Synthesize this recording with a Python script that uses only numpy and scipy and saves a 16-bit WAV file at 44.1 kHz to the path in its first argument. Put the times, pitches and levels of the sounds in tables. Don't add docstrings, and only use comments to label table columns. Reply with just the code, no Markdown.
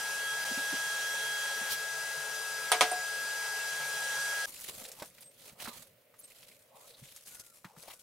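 import sys
import numpy as np
from scipy import signal
from scipy.fft import rfft, irfft, next_fast_len
from scipy.io import wavfile
from scipy.ndimage import uniform_filter1d

SR = 44100
rng = np.random.default_rng(int(sys.argv[2]) if len(sys.argv) > 2 else 0)


def ratio(d):
    e = np.asarray(d, float) / 20
    return 10 ** e


def store_pcm(level_fs):
    pcm = np.round(np.clip(level_fs, -1, 1) * 32767).astype(np.int16)
    wavfile.write(sys.argv[1], SR, np.atleast_2d(pcm).T)


N = 353682
T = np.arange(N) / SR
HZ, HOP = np.fft.rfftfreq(2048, 1 / SR), 512
CUT_S, GARDEN_FROM_S = 4.458, 4.4
SPLICE_S = 0.447


def evened(x):
    return x / np.sqrt(np.mean(x ** 2) + 1e-20)


def read(points, hz):
    f, value = np.transpose(points)
    return np.interp(np.log(hz + 1), np.log(f + 1), value)


def panned(x, db):
    return np.array([x * ratio(db / 2), x * ratio(-db / 2)])


def add(mix, s, sound):
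    part = mix[..., round(s * SR):][..., :sound.shape[-1]]
    part += sound[..., :part.shape[-1]]


def drift(hz):
    smooth = np.exp(-2 * np.pi * hz * 128 / SR)
    slow = signal.lfilter([1], [1, -smooth], rng.standard_normal(N // 128 + 2))
    return evened(np.interp(np.arange(N) / 128, np.arange(len(slow)), slow))


def swell(t, peak, rise, fall):
    away = (t - peak) / np.where(t < peak, rise, fall)
    return ratio(-12 * np.minimum(away ** 2, 9))


def noise(colour_db, same, patchy_db, side_db=0 * HZ, start_s=0, stop_s=N / SR):
    count = min(round(stop_s * SR), N) - round(start_s * SR)
    a, b, c, d, patch = rng.standard_normal((count // HOP + 5, len(HZ), 5)).T
    patch = uniform_filter1d(patch, size=20, axis=0)
    patch = evened(uniform_filter1d(patch, size=5, axis=1))
    same = np.clip(read(same, HZ), -1, 1)[:, None]
    left = a + 1j * b
    right = same * left + np.sqrt(1 - same ** 2) * (c + 1j * d)
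    z = np.array([left, right]) * ratio(colour_db[:, None] + patchy_db * patch)
    z = z * panned(1, side_db)[..., None]
    sound = signal.istft(z, nperseg=4 * HOP, noverlap=3 * HOP)[1][:, :count]
    out = np.zeros((2, N))
    add(out, start_s, evened(sound))
    return out


def puff(t, centre, octaves, edge):
    hz = np.fft.rfftfreq(len(t), 1 / SR) + 1
    burst = rng.standard_normal((3, len(t)))
    colour = edge * (hz > 800) / (1 + hz / 5000)
    colour = colour + np.exp(-(np.log2(hz / centre) / octaves) ** 2)
    return evened(irfft(rfft(burst[0] + 0.45 * burst[1:]) * colour))


# (time [s], whine level [dB], shading [dB])
FAN_MOVES = [(0.05, -39, 0.5), (0.35, -36.5, 1.5), (0.47, -39, -0.5), (0.6, -36.5, -0.06), (1.5, -38, 0.5),
             (1.7, -40, 1), (1.9, -39.5, 2.5), (2.3, -41.5, 2), (3.1, -38.5, 2), (3.95, -39, 0.66),
             (4.2, -36.5, -0.2), (4.42, -37, 0.5)]
# (multiple of the whine pitch [ratio], relative level [dB])
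MOTOR_ORDERS = [(.4, -61), (.8, -55.5), (1.2, -59.5), (1.6, -59.5), (2.399, -58.5), (3.001, -53), (4, -56)]
# (peak time [s], half length [s], relative level [dB])
OCTAVE_SWELLS = [(0.298, 0.1, -48), (1.3, 0.47, -51.5)]
# (pitch [Hz], relative level [dB], gain per dB of shading [dB])
LOW_TONES = [(151, -72, 0.), (440.5, -65.5, 3)]
# (pitch [Hz], relative level [dB])
AIR_COLOUR = [(30, -40), (340, -38), (420, -22), (900, -15.5), (1170, -19.5), (1400, -11), (1900, -16),
              (9000, -16.5), (12000, -21.5), (15800, -29)]
# (pitch [Hz], width [Hz], boost [dB])
CASING = [(255, 140, 10.5), (552.4, 49, 9), (868, 170, 6), (5820, 180, 6)]
# (pitch [Hz], likeness [0 to 1])
HISS_LIKENESS = [(100, 0.68), (700, 1), (2500, 0.65), (6000, 0.73)]
# (pitch [Hz], left over right [dB])
HISS_SIDE = [(1000, 0.5), (3500, -3), (12000, 0)]


def fan():
    whine_hz, usual_db = 1643.1, -40
    s, *columns = np.transpose(FAN_MOVES)
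    whine_db, shade_db = (np.interp(T, s, c) for c in columns)
    whine_side = 6.5 - 0.6 * (whine_db - usual_db)
    phase = 2 * np.pi * whine_hz * T + 0.13 * drift(0.21)
    phase = phase + np.pi * (T > SPLICE_S)
    lead = np.array([[-1], [1]])
    whine_gain = ratio(whine_db + 0.077 * drift(2.3))
    tones = panned(whine_gain, whine_side) * np.sin(phase + 0.05 * lead)
    octave = ratio(-51.5 - 3.1 * shade_db)
    for peak, half, db in OCTAVE_SWELLS:
        octave = octave + ratio(db) * swell(T, peak, half, half)
    tones += panned(octave * ratio(1.1 * drift(6.5)), -6.5) * np.sin(2 * phase + 0.7 * lead)
    for k, db in MOTOR_ORDERS:
        tones += ratio(db + 2.7 * drift(5.7)) * np.sin(k * phase + 0.5 * drift(4.) + 0.23 * k * lead)
    for hz, db, shaded in LOW_TONES:
        gain = ratio(db + shaded * shade_db + 4.1 * drift(8.))
        tones += gain * np.sin(2 * np.pi * hz * T + 1.0 * drift(1.9))
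    humps = sum(db / (1 + (2 * (HZ - f) / width) ** 2) for f, width, db in CASING)
    air = noise(read(AIR_COLOUR, HZ) + humps, HISS_LIKENESS, 1.35, read(HISS_SIDE, HZ), stop_s=CUT_S + .1)
    hiss_gain = panned(ratio(-39 - shade_db), 2.0 * (whine_side - 6.))
    return np.sqrt(2) * tones + air * hiss_gain


def ring(modes, t, spread_db):
    luck = rng.standard_normal((len(modes), 2))
    out = np.zeros(len(t))
    for (hz, db, t60), (u, v) in zip(modes, luck):
        out += ratio(db + spread_db * u - 60 * t / t60) * np.sign(v) * np.sin(2 * np.pi * hz * t)
    return out


# (pitch [Hz], relative level [dB], time to die by 60 dB [s])
BENCH_MODES = [(445, -14.5, 0.29), (726, -7.5, 0.22), (660, -12, 0.13), (990, -7, 0.1), (1260, -5.5, 0.09),
               (2220, -4.5, 0.096), (3260, -0.5, 0.08), (3510, -3.5, 0.069)]
# (pitch [Hz], relative level [dB], time to die by 60 dB [s])
DISC_MODES = [(8600, -10, 0.049), (9000, -9.5, 0.067), (9200, -15, .1), (10800, -16, 0.075),
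              (12160, -19, 0.063)]


def blow(t, disc_db, dull_db):
    hard_db, hard_t60 = -7, 0.18
    softness = hard_db - dull_db
    rise = 0.0004 * (dull_db / hard_db) ** 2
    t60 = hard_t60 + 0.0053 * softness
    hz = np.fft.rfftfreq(len(t), 1 / SR)
    slope = ratio(dull_db * np.log2(1 + hz / 1500)) / (1 + (hz / 12000) ** 4)
    slope = slope * hz ** 2 / (hz ** 2 + 500 ** 2)
    rattle = evened(irfft(rfft(rng.standard_normal(len(t))) * slope)) * ratio(-60 * t / t60)
    crack = irfft(slope * np.exp(-2j * np.pi * hz * 2 * rise))
    rattle = rattle - 7.5 * crack / crack.max()
    uneven = evened(uniform_filter1d(rng.standard_normal(len(t)), size=250))
    chatter = ratio(0.13 * dull_db * uneven)
    plate = []
    for f, db, decay in BENCH_MODES:
        db = db + dull_db * np.log2(f / 750) ** 2 / 4
        db = db - 2 * softness * abs(np.log2(f / 700))
        plate.append((f, db, decay * t60 / hard_t60))
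    struck = 0.78 * ratio(dull_db) * rattle + 0.49 * chatter * ring(plate, t, 2.0)
    jangle = ratio(-16.0 - 60 * t / 0.051) * puff(t, 9800., 0.22, 0)[0]
    disc = ring(DISC_MODES, t, 2.6) + jangle
    return struck * np.minimum(t / rise, 1) + ratio(disc_db) * disc


# (time [s], relative level [dB], disc ring level [dB], dullness [dB per octave])
KNOCKS = [(2.7174, -13.5, 0, -7), (2.809, -11.5, -10, -6.5), (2.915, -20.5, -5.5, -18.5)]
# (pitch [Hz], gain of the difference part [dB])
KNOCK_SIDE = [(1200, -23), (2500, -4.5), (5000, -3), (10000, -13)]
# (pitch [Hz], time to die by 60 dB [s])
WORKSHOP_ECHO = [(300, 0.39), (10000, 0.15)]


def knocks():
    mid, side, t = np.zeros(N), np.zeros(N), np.arange(SR // 2) / SR
    for s, db, *colour in KNOCKS:
        add(mid, s, ratio(db) * blow(t, *colour))
        add(side, s + 0.00019, ratio(db) * blow(t, *colour))
    size = next_fast_len(N, True)
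    side_gain = ratio(read(KNOCK_SIDE, np.fft.rfftfreq(size, 1 / SR)))
    side = irfft(rfft(side, size) * side_gain, size)[:N]
    out = np.array([mid + side, mid - side])
    hz, t, z = signal.stft(rng.standard_normal((2, SR // 2)), SR, nperseg=256)
    tail = signal.istft(z * ratio(-60 * t / read(WORKSHOP_ECHO, hz)[:, None]), SR, nperseg=256)[1]
    echo = signal.fftconvolve(out, tail / np.linalg.norm(tail[0]), axes=1)[:, :N]
    out = out + ratio(-25.0) * echo
    no_boom = signal.butter(3, 370., "high", fs=SR, output="sos")
    return signal.sosfilt(no_boom, out)


# (time [s], relative level [dB], half length [s])
GLOVE_SLIDE = (1.725, -32, 0.023)
# (pitch [Hz], likeness [0 to 1])
LIKENESS = [(200, 0.99), (1000, 0.5), (4000, 0.14), (15000, 0.78)]


def glove():
    s, db, half = GLOVE_SLIDE
    colour = read([(1200, -18), (3500, -1.5), (15000, -8)], HZ)
    scrape = noise(colour, LIKENESS, 2.6, start_s=s - 4 * half, stop_s=s + 4 * half)
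    return scrape * ratio(db) * np.exp(-((T - s) / half) ** 2)


def crackle(low_hz, high_hz, per_s, busy, cycles):
    out, first = np.zeros((2, N)), round(GARDEN_FROM_S * SR)
    for hz in np.geomspace(low_hz, high_hz, num=6):
        size = ratio(5.1 * np.minimum(rng.exponential(1, N - first), 3))
        size = size * (rng.random(N - first) < per_s * busy[first:] / SR)
        t = np.arange(round(cycles * SR / hz)) / SR
        click = np.sin(2 * np.pi * hz * t) * np.hanning(len(t))
        clicks = signal.oaconvolve(size, click)[:N - first]
        out[:, first:] += panned(clicks, 5.2 * drift(26)[first:])
    return out / out[:, first:].std()


# (peak time [s], rise [s], fall [s], relative level [dB], coarse part over fine part [dB])
BRUSHES = [(4.48, 0.016, 0.036, -45, -8), (4.66, 0.19, 0.27, -50, -1.5), (4.88, 0.19, 0.039, -51.5, -6),
           (5.03, 0.093, 0.069, -55, -6), (5.2, 0.17, 0.099, -64, 0), (5.472, 0.13, 0.073, -58.5, 1),
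           (5.61, 0.025, 0.16, -54, 6), (5.8, 0.12, 0.095, -58, -3), (6.22, 0.057, 0.21, -63, -16),
           (6.38, .12, 0.19, -64, 3.5), (6.62, 0.31, 0.056, -69, -18), (6.86, 0.1, 0.085, -59.5, -3),
           (7.09, 0.17, 0.21, -58.5, -0.5), (7.28, 0.05, 0.18, -53, -10), (7.4, 0.13, 0.29, -59.5, -11),
           (7.835, 0.066, 0.037, -53, -4), (7.89, 0.022, 0.05, -59.5, 9), (7.94, 0.044, 0.047, -58, -9),
           (8.015, 0.031, .05, -59.5, -4)]
# (peak time [s], half length [s], relative level [dB])
TREADS = [(4.805, 0.21, -59.5), (5.018, 0.036, -54), (5.464, 0.056, -63), (5.67, 0.11, -54.5),
          (6.863, 0.17, -64), (7.85, 0.16, -63)]
# (pitch [Hz], relative level [dB])
FINE_COLOUR = [(3500, -6.5), (5500, -2.5), (11400, 1), (15800, -11.5)]
COARSE_COLOUR = [(1000, -14), (1800, -13), (4000, -6.5), (6000, -14)]
HEAVY_COLOUR = [(280, -24), (480, 7), (1300, 1.5), (2000, -29)]
# (time [s], left over right [dB])
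LEAVES_SIDE = [(4.5, 0), (5.4, -1), (5.7, -4.5), (6.2, -2), (8, 3)]


def rustle():
    t = T[::64]
    still = ratio(-80) ** 2
    fine = still + sum((ratio(db) * swell(t, *when)) ** 2 for *when, db, _ in BRUSHES)
    coarse = still + sum((ratio(db + share_db) * swell(t, *when)) ** 2 for *when, db, share_db in BRUSHES)
    heavy = still + sum((ratio(db) * swell(t, s, half, half)) ** 2 for s, half, db in TREADS)
    fine, coarse, heavy = (np.interp(T, t, np.sqrt(power)) for power in (fine, coarse, heavy))
    lumps = ratio(3.03 * drift(22))
    high = lumps * noise(read(FINE_COLOUR, HZ), LIKENESS, 2.9, start_s=GARDEN_FROM_S)
    high += 0.52 * crackle(6900.0, 13000., 60., lumps ** 2, cycles=2.6)
    mid = lumps * noise(read(COARSE_COLOUR, HZ), LIKENESS, 2.0, start_s=GARDEN_FROM_S)
    mid += 0.42 * crackle(2110.0, 4500.0, 45., lumps ** 2, cycles=5.4)
    low = np.sqrt(lumps) * noise(read(HEAVY_COLOUR, HZ), LIKENESS, 4.8, start_s=GARDEN_FROM_S)
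    leaves = fine * high + coarse * mid + heavy * low
    return leaves * panned(0.95, np.interp(T, *np.transpose(LEAVES_SIDE)))


# (time [s], relative level [dB], pitch [Hz])
SNAPS = [(4.601, -25, 10860), (4.61, -25, 10400), (4.641, -25, 12000), (4.769, -33, 9600),
         (4.8515, -32, 3800), (4.917, -26, 7340), (5.0003, -33.5, 3730), (5.021, -27.5, 590),
         (5.182, -43.5, 2220), (5.208, -33, 10500), (5.494, -43, 2820), (5.6, -33.5, 2500),
         (5.657, -32, 1570), (5.674, -29, 1010), (6.14, -48.5, 1190), (6.429, -41, 2960),
         (7.086, -44, 3000), (7.163, -28.5, 7900), (7.645, -32.5, 1240), (7.765, -44, 960),
         (7.88, -37.5, 686), (7.904, -45, 1200)]


def snaps():
    out, t = np.zeros((2, N)), np.arange(SR // 10) / SR
    for s, db, hz in SNAPS:
        tick = 0.65 * ratio(-60 * t * hz / 13) * np.sin(2 * np.pi * hz * t)
        shape = 0.36 / (1 + hz / 4000) * ratio(-60 * t / 0.082)
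        shape = shape * np.minimum(t * hz / 1.8, 1)
        add(out, s, ratio(db) * (tick + shape * puff(t, hz, 1.0, 0.52)))
    return out * panned(1.0, np.interp(T, *np.transpose(LEAVES_SIDE)))


# (start time [s], length [s], relative level [dB], pitch [Hz])
SCUFFS = [(4.567, 0.022, -56, 4040), (4.81, 0.036, -54.5, 234), (4.858, .11, -60, 480),
          (6.305, 0.023, -60, 2410), (6.513, 0.016, -60, 2320), (6.871, .2, -66.5, 3970),
          (6.943, 0.021, -62, 3900), (7.658, 0.094, -62, 900), (7.818, 0.019, -52.5, 4500),
          (7.827, 0.046, -58, 560)]


def scuffs():
    out, uneven = np.zeros((2, N)), ratio(3.2 * drift(45))
    for s, length, db, hz in SCUFFS:
        t = np.arange(round(length * SR / 2) * 2) / SR
        add(out, s, ratio(db) * np.sin(np.pi * np.sqrt(t / length)) * puff(t, hz, 0.27, 0.14))
    return out * uneven


# (start time [s], fundamental where the fast glide ends [Hz], bright part level [dB],
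# whistle level [dB], whistle half length [s])
SQUEAKS = [(5.195, 4100, -50.5, -51, 0.029), (6.173, 4140, -47.5, -49, 0.016)]


def squeaks():
    slip_hz, glide_s, creep_hz_per_s = 2200., 0.039, 2000
    out, t = np.zeros(N), np.arange(SR // 6) / SR
    for s, top_hz, bright_db, whistle_db, half in SQUEAKS:
        glide = uniform_filter1d(np.minimum(t / glide_s, 1), size=400)
        hz = slip_hz + (top_hz - slip_hz) * glide + creep_hz_per_s * np.maximum(t - glide_s, 0)
        phase = 2 * np.pi * np.cumsum(hz) / SR
        bright = ratio(bright_db) * swell(t, 0.027, 0.01, 0.01)
        whistle = ratio(whistle_db) * swell(t, 0.076, half, half) + 0.13 * bright
        overtones = np.sin(3 * phase) + 0.57 * np.sin(4 * phase)
        add(out, s, whistle * np.sin(2 * phase) + bright * overtones)
    return out * ratio(3.2 * drift(70.))


# (time [s], relative level [dB], pitch [Hz])
BUMPS = [(0.511, -40.5, 252), (0.574, -35, 271), (0.724, -31, 275), (1.61, -41, 264), (2.815, -36, 258),
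         (5.021, -43, 222), (5.677, -42, 227), (7.018, -43, 133), (7.649, -45, 182), (7.77, -49, 159)]


def bumps():
    out, t = np.zeros((2, N)), np.arange(SR // 5) / SR
    for s, db, hz in BUMPS:
        body = 1.32 * np.sin(2 * np.pi * hz * t) + 1.1 * puff(t, hz, 0.73, 0)
        add(out, s, ratio(db - 60 * t / 0.07) * (1 - np.exp(-t / 0.0059)) * body)
    return out


# (start time [s], length [s], pitch aimed at [Hz], relative level [dB])
FAR_WHINES = [(7.285, 0.26, 1472, -71), (7.919, .12, 1500, -76)]


def far_whine():
    out, waver = np.zeros(N), ratio(5.1 * drift(60))
    for s, length, top_hz, db in FAR_WHINES:
        t = np.arange(0, length, 1 / SR)
        hz = top_hz - 111 * np.exp(-t / 0.02) - 2200 * t ** 2
        tone = np.sin(2 * np.pi * np.cumsum(hz) / SR)
        add(out, s, ratio(db) * tone * signal.windows.tukey(len(t), .2))
    return out * waver


# (pitch [Hz], relative level [dB])
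TRAFFIC_COLOUR = [(30, -53), (124, -2.5), (180, -22), (235, -9.5), (345, -16), (569, 0), (844, -22.5),
                  (2170, -15), (6900, -29), (15800, -19.5)]


def traffic():
    hush = ratio(-65.5) * noise(read(TRAFFIC_COLOUR, HZ), LIKENESS, 1.1, start_s=GARDEN_FROM_S)
    return hush * ratio(np.where(T > 7.1, -5, 0))


# (pitch [Hz], relative level [dB])
RUMBLE_COLOUR = [(25, -21), (125, 1), (235, 2.5), (330, -19.5)]
# (time [s], level before its lumps [dB])
RUMBLE_LEVEL = [(0, -70.5), (1.3, -74), (1.9, -86), (4.6, -73.5), (5.8, -71), (6.1, -87), (8, -82)]


def rumble():
    level_db = np.interp(T, *np.transpose(RUMBLE_LEVEL)) + 5.5 * drift(6.2)
    return ratio(level_db) * noise(read(RUMBLE_COLOUR, HZ), [(30, 0.9)], 1.9)


def scene():
    indoors = np.clip((CUT_S - T) / 0.0017 + .5, 0, 1)
    splice = np.clip(abs(T - SPLICE_S) / 0.0037, .15, 1)
    workshop = splice * fan() + knocks() + glove()
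    garden = rustle() + snaps() + scuffs() + squeaks() + far_whine() + traffic()
    return indoors * workshop + (1 - indoors) * garden + bumps() + rumble()


def top_cut(x):
    return signal.sosfilt(signal.butter(12, 16820, fs=SR, output="sos"), x)


def record(dry):
    edge = signal.firwin(511, 15850, window=("kaiser", 9), fs=SR)
    mix = signal.oaconvolve(dry, edge[None], "same")
    return top_cut(mix)


dry = scene()
out = record(dry)
store_pcm(out)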